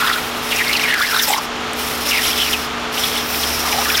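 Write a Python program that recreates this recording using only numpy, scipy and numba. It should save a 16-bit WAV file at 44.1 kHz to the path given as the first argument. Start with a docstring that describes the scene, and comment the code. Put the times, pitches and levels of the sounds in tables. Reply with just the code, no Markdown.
"""A jet of liquid and air, blown from a squeeze bottle through a thin tube, hisses into a plastic basin
of water outdoors. It foams and tears off small ringing bubbles; where it digs in, a pocket of air
gurgles at a pitch that follows its size, among wet spits and glugs. Drops chirp, the spray sizzles
and the nozzle sputters once. Distant machinery hums and rushes. One microphone with gain control."""
import sys
import numpy as np
from scipy import signal
from scipy.io import wavfile
from scipy.ndimage import uniform_filter1d
from numba import njit

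SR = 44100
rng = np.random.default_rng(int(sys.argv[2]) if len(sys.argv) > 2 else 0)


def to_wav(s):
    """Save 16-bit WAV."""
    ch = np.atleast_2d(s).T  # columns
    pcm = np.round(np.clip(ch, -1, 1) * 32767)  # PCM
    wavfile.write(sys.argv[1], SR, pcm.astype(np.int16))


N = 176400

# Small bubbles torn off by the jet and by the air pockets.
SMALL_BUBBLES = dict(centre_hz=2690, spread_ratio=1.436, per_s=1300, ring_cycles=34)


def from_db(db):
    """Decibels to gain."""
    return 10 ** (np.asarray(db) / 20)


def rms_one(x):
    """Scale to unit rms."""
    return x / np.sqrt(np.mean(x ** 2) + 1e-20)


def in_time(rows):
    """Join timed rows by straight lines: one curve for each column after the time."""
    times, *columns = np.transpose(rows)
    return [np.interp(np.arange(N) / SR, times, column) for column in columns]


def drift(corner_hz):
    """A smooth random wander with rms about 1."""
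    step, settle = 20, 4000
    pole = np.exp(-2 * np.pi * corner_hz * step / SR)
    white = rng.standard_normal(N // step + settle + 2)
    slow = signal.lfilter([1], [1, -2 * pole, pole * pole], white)[settle:]
    return np.interp(np.arange(N) / step, np.arange(len(slow)), rms_one(slow))


def banded_noise(spectrum):
    """Third-octave bands of noise shaped to a spectrum; rms 1."""
    edges = 22 * 2 ** (np.arange(30) / 3)
    white = rng.standard_normal((2, N))
    hz, db = np.transpose(spectrum)
    out = 0
    for k, (low, high) in enumerate(zip(edges, edges[1:])):
        band = signal.sosfilt(signal.butter(2, [low, high], "band", fs=SR, output="sos"), white[k % 2])
        out += band * from_db(np.interp(np.log(low * high) / 2, np.log(hz), db))
    return rms_one(out)


@njit
def glide(drive, hz, q):
    """A resonance with a moving centre; returns its complex swing."""
    out, swing = np.zeros(len(drive), np.complex128), 0j
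    for i in range(len(drive)):
        w = 2 * np.pi * hz[i] / SR
        swing = swing * np.exp(-w / (2 * q) + 1j * w) + w * drive[i]
        out[i] = swing
    return out


def cavity(hz, q, even_s=0.023):
    """Turbulence rings an air cavity; the level is evened to rms 1."""
    swing = glide(rng.standard_normal(len(hz)), hz, float(q))
    power = uniform_filter1d(abs(swing) ** 2, int(even_s * SR))
    return swing.real / np.sqrt(power / 2 + 1e-12)


def burst(peak_s, db, hz, width_s, q, fall_octaves):
    """A resonance swells and dies in a bell curve, falling by fall_octaves every width_s."""
    age = (np.arange(N) / SR - peak_s) / width_s
    on, out = abs(age) < 4, np.zeros(N)
    ring = cavity(hz * 2 ** (-fall_octaves * age[on]), q)
    out[on] = from_db(db) * ring * np.exp(-age[on] ** 2 / 2)
    return out


def bubbles(centre_hz, spread_ratio, per_s, ring_cycles, pitches=20, spread_db=2.5):
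    """Bubbles of random size, each ringing at its own pitch and fading 60 dB in ring_cycles; rms 1."""
    strength = from_db(spread_db * np.minimum(rng.exponential(1, N), 5)) * rng.choice([-1, 1], N)
    clicks = strength * (rng.random(N) < per_s / SR)
    pitch_index = rng.integers(0, pitches, N)
    out = 0
    for k, hz in enumerate(np.geomspace(centre_hz / spread_ratio, centre_hz * spread_ratio, pitches)):
        pole = np.exp(-np.log(1000) * hz / (ring_cycles * SR))
        resonator = [1, -2 * pole * np.cos(2 * np.pi * hz / SR), pole * pole]
        out += signal.lfilter([1, 0, -1], resonator, clicks * (pitch_index == k) + 1e-18)
    return rms_one(out)


def jet(top_hz=11500, tilt_db_per_db=0.2):
    """Hiss, foam fizz and small bubbles all grow with the flow; a strong jet is brighter."""
    # The strength of the jet. Each row: time in seconds, level in dB.
    flow = [(0, -27), (.16, -27.5), (.34, -37), (.56, -26.5), (.84, -29.5), (.95, -35), (1.0, -25),
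            (1.23, -22), (1.33, -21), (1.4, -33.5), (1.435, -30), (1.49, -49), (1.74, -44), (1.8, -28),
            (2.04, -29.5), (2.09, -23.5), (2.14, -26.5), (2.28, -26.5), (2.52, -26.5), (2.66, -35),
            (2.69, -44), (2.91, -47), (2.93, -32), (3.01, -25.5), (3.19, -27.5), (3.22, -34.5),
            (3.36, -26.5), (3.84, -26.5), (4.0, -23)]
    # The colour of the hiss. Each row: frequency in Hz, relative noise density in dB.
    hiss_spectrum = [(900, -25), (2000, -16), (4000, 5.5), (6500, 0), (8500, 0.5), (11000, 3.5),
                     (13000, 3.1), (16000, -1.6)]
    # How much the jet foams. Each row: time in seconds, fizz level in dB relative to the flow.
    foam = [(0, -8.5), (1.1, -1.5), (1.9, -8.5), (2.15, -1), (2.9, -3), (3.6, -0.5), (4, -2)]
    flow_db, = in_time(flow)
    flutter = from_db(1.5 * drift(corner_hz=36))
    air = banded_noise(hiss_spectrum)
    top = signal.sosfiltfilt(signal.butter(2, top_hz, "high", fs=SR, output="sos"), air)
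    top_gain = from_db(tilt_db_per_db * (flow_db - np.median(flow_db)))
    hiss = from_db(-0.46) * (air + top * (top_gain - 1))
    foam_db, = in_time(foam)
    fizz = from_db(foam_db) * bubbles(centre_hz=5400, spread_ratio=1.085, per_s=1700, ring_cycles=62)
    bubbling = from_db(-4.5) * bubbles(**SMALL_BUBBLES)
    return flutter * from_db(flow_db) * (hiss + fizz + bubbling)


def gulps(scatter_octaves, typical_per_s=90, fall_octaves=.15, spread_db=2.5, count=1000):
    """An uneven chain of short swells, each falling in pitch; returns pitch ratio and gain."""
    gap, pitch, level = rng.standard_normal((count, 3)).T
    starts = np.cumsum(np.exp(gap / 2)) / typical_per_s
    place = np.interp(np.arange(N) / SR, starts - starts[0], np.arange(count))
    k, age = place.astype(int), place % 1
    swell = np.sqrt(np.sin(np.pi * age)) * from_db(spread_db * np.clip(level[k], -2, 2))
    bend = 2 ** (scatter_octaves * pitch[k] - fall_octaves * (age - .5))
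    return bend, rms_one(swell)


def droplets(hz=3796):
    """Droplets over the gurgles: three overlapping chains of tiny falling chirps; rms 1."""
    chains = [gulps(scatter_octaves=0.272, typical_per_s=115, fall_octaves=0.3, spread_db=6.5)
              for _ in range(3)]
    return rms_one(sum(swell * cavity(hz * bend, q=54) for bend, swell in chains))


def gurgles(pocket_q=16, side_db=-6):
    """Each air pocket rings as it refills in gulps, and sheds side pockets, droplets and bubbles."""
    # Air pockets under the jet. Each entry: pitch scatter in octaves, then the pocket's path.
    # Each row of a path: time in seconds, resonance in Hz, level in dB.
    pockets = [ (0.11, [(0, 1370, -20.5), (.082, 1415, -18.5), (.115, 1570, -19.5), (.135, 1390, -20),
               (.2, 1380, -25.5)]), (.05, [(.505, 3530, -40), (.525, 2860, -22), (.55, 2400, -24),
               (.585, 2620, -28), (.612, 1860, -18), (.635, 1900, -26)]), (0.37, [(.635, 2320, -22.5),
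               (.69, 2120, -22), (.78, 2730, -22), (.83, 2520, -25.5)]), (0.11, [(.83, 2330, -21),
               (.85, 2220, -20.5), (.88, 2040, -20), (.935, 2040, -17.5), (.95, 1660, -16.5),
               (.99, 1480, -20), (1.005, 1280, -15), (1.04, 1890, -16), (1.09, 1750, -22.5),
               (1.13, 1340, -20.5), (1.21, 1680, -17), (1.25, 1400, -30)]), (.03, [(1.265, 945, -26.5),
               (1.3, 707, -21.5), (1.325, 866, -17), (1.35, 930, -23.5), (1.375, 1140, -19.5),
               (1.42, 1220, -27)]), (.03, [(2.11, 3000, -22), (2.143, 2160, -17), (2.172, 2380, -20),
               (2.195, 1950, -19), (2.225, 2080, -30)]), (.05, [(2.23, 3500, -27), (2.25, 3250, -20),
               (2.29, 3200, -27), (2.36, 3300, -30), (2.38, 3250, -21.5), (2.455, 3030, -22.5),
               (2.49, 2370, -24.5), (2.52, 2620, -39)]), (0.1, [(2.955, 3900, -43), (2.98, 2990, -18.5),
               (3.0, 2900, -37), (3.035, 3120, -20.5), (3.07, 3550, -34.5), (3.165, 3300, -27),
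               (3.22, 3440, -32)]), (0.056, [(3.62, 1320, -32), (3.655, 1220, -25), (3.72, 900, -28.5),
               (3.76, 742, -23.5), (3.825, 905, -24), (3.845, 950, -40)]), (0.11, [(3.85, 1600, -28),
               (3.875, 1160, -22), (3.91, 1740, -23), (3.93, 1390, -29), (3.948, 1420, -17),
               (3.962, 1700, -31), (3.98, 2220, -17.5), (4.0, 2050, -16)])]
    t, out = np.arange(N) / SR, np.zeros(N)
    side_bend, side_swell = gulps(scatter_octaves=.28)
    splash = from_db(-8.5) * droplets() + from_db(-10.5) * bubbles(**SMALL_BUBBLES)
    for scatter_octaves, path in pockets:
        on = (t >= path[0][0]) & (t <= path[-1][0])
        hz, db = in_time(path)
        bend, swell = gulps(scatter_octaves)
        main = swell[on] * cavity((hz * bend)[on], pocket_q)
        side = from_db(side_db) * side_swell[on] * cavity((hz * side_bend)[on], pocket_q)
        out[on] += from_db(db[on]) * (main + side + splash[on])
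    return out


def machinery(rush_db=-24.5, drone_hz=72.8, waver_hz=0.5, waver_db=1.0):
    """Distant machinery: a steady rush with wavering hum tones and a low, swelling drone."""
    # The colour of the rush. Each row: frequency in Hz, relative noise density in dB.
    rush_spectrum = [(25, -8.5), (60, -7.5), (110, -10.5), (190, -8), (290, -4), (500, -4), (700, -4),
                     (850, 2), (1020, -3.5), (1250, 0.5), (1800, -6), (3600, -6), (4600, -18),
                     (5600, -11.5), (7500, -27.5), (10000, -32), (15500, -48)]
    # The tones of the hum. Each row: pitch in Hz, level in dB.
    hum_tones = [(145, -46), (240, -36), (298, -44.5), (360.6, -50), (435.2, -37), (581, -47)]
    # The swell of the drone. Each row: time in seconds, level in dB.
    drone_swell = [(0, -45), (1.5, -47.5), (2.4, -38.5), (3.0, -48.5), (3.45, -35.5), (4, -40.5)]
    drone_db, = in_time(drone_swell)
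    out = from_db(rush_db) * banded_noise(rush_spectrum)
    for hz, db in [*hum_tones, (drone_hz, drone_db)]:
        turns = rng.random() + np.cumsum(hz + waver_hz * drift(corner_hz=3.2)) / SR
        gain = from_db(db + waver_db * drift(corner_hz=15))
        out += gain * np.sqrt(2) * np.sin(2 * np.pi * turns)
    return out


def spits(lift_db=2.5):
    """Short wet spits and glugs, each a broad resonance that falls in pitch."""
    # The spits and glugs. Each row: peak time in seconds, level in dB before the lift, pitch in Hz,
    # width in seconds.
    wet_bursts = [(0.079, -20, 3300, 0.005), (0.136, -19, 3300, 0.0086), (0.522, -20.5, 2750, 0.0083),
                  (0.565, -25.5, 5800, 0.0047), (0.591, -19.5, 2550, .005), (.609, -17.5, 1930, .008),
                  (0.733, -16, 3900, 0.0024), (0.797, -19, 2710, 0.0015), (0.943, -7.5, 1890, 0.002),
                  (0.944, -28, 5170, 0.0016), (1.236, -18, 5300, 0.012), (1.335, -17.5, 3200, 0.003),
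                  (1.381, -24.5, 5400, 0.0077), (2.094, -26, 5400, .008), (2.113, -15, 2850, 0.0024),
                  (2.539, -16.5, 2900, 0.0082), (3.347, -20.5, 2800, 0.0014), (3.731, -22, 2280, 0.0062),
                  (3.904, -18.5, 2420, .003)]
    return sum(burst(peak_s, db + lift_db, hz, width_s, q=9, fall_octaves=.14)
               for peak_s, db, hz, width_s in wet_bursts)


def drops():
    """Single loud drops, each a wet chirp that slides quickly down."""
    # The drops. Each row: peak time in seconds, pitch in Hz, level in dB.
    plinks = [(.888, 3540, -28), (.911, 3450, -24), (1.068, 4100, -19), (1.146, 3560, -17),
              (1.166, 3900, -14.5), (1.194, 5700, -21), (1.198, 3520, -10.5), (1.338, 2130, -15),
              (2.279, 5200, -20), (2.421, 3140, -14), (3.437, 3480, -17.5), (3.954, 3400, -13.5),
              (3.978, 5250, -15)]
    return sum(burst(peak_s, db, hz, width_s=.005, q=13, fall_octaves=.12) for peak_s, hz, db in plinks)


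def sizzles():
    """The spray sings for a moment in one high band."""
    # Resonances of the spray. Each row: peak time in seconds, level in dB, pitch in Hz,
    # width in seconds, Q.
    spray_rings = [(1.234, -18, 14000, .014, 6), (1.298, -21.5, 7640, .016, 9.4),
                   (2.268, -30, 11000, .04, 22), (3.34, -29.5, 14000, .07, 10), (3.6, -40, 12050, .07, 24),
                   (3.929, -30, 14000, .05, 8)]
    return sum(burst(*ring, fall_octaves=0) for ring in spray_rings)


def sputter(band_hz=(6500, 13000)):
    """The nozzle lets out a bright puff of air as the jet restarts."""
    # The puff. Each row: start in seconds, level in dB, decay time in seconds.
    puffs = [(1.733, -21, 0.0023)]
    t = np.arange(N) / SR
    band = signal.butter(2, band_hz, "band", fs=SR, output="sos")
    air = rms_one(signal.sosfilt(band, rng.standard_normal(N)))
    return air * sum(from_db(db) * (t >= start) * np.exp(-abs(t - start) / decay)
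                     for start, db, decay in puffs)


def basin(direct, dull_hz=5600):
    """The direct sound and two close, slightly dull reflections."""
    # Bounces off the basin wall and the ground. Each row: delay in seconds, level in dB.
    echoes = [(.0047, -19.5), (.0083, -13.5)]
    dull = signal.sosfilt(signal.butter(1, dull_hz, fs=SR, output="sos"), direct)
    return direct + sum(from_db(db) * np.pad(dull, (int(delay * SR), 0))[:N] for delay, db in echoes)


def scene():
    """The water in its basin with the machinery behind it, the same in both channels."""
    water = jet() + sizzles() + gurgles() + spits() + drops() + sputter()
    return np.tile(basin(water) + machinery(), (2, 1))


def record(dry):
    """Gain control ducks the loud bursts and recovers slowly; the top is cut."""
    threshold_db, duck_db_per_db, release_db_per_s, makeup_db = -16.5, 0.85, 30.5, 0.63
    sense_s, cutoff_hz = 0.025, 15800
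    window = int(sense_s * SR)
    level_db = 10 * np.log10(np.maximum(uniform_filter1d(dry[0] ** 2, window), 1e-12))
    over_db = np.maximum(level_db - threshold_db, 0)
    release = release_db_per_s * np.arange(N) / SR
    held_db = np.maximum.accumulate(over_db + release) - release  # each peak ebbs at the release rate
    ducked = dry * from_db(makeup_db - duck_db_per_db * uniform_filter1d(held_db, window))
    return signal.sosfilt(signal.ellip(12, .1, 90, cutoff_hz, fs=SR, output="sos"), ducked)


dry = scene()
out = record(dry)
to_wav(out)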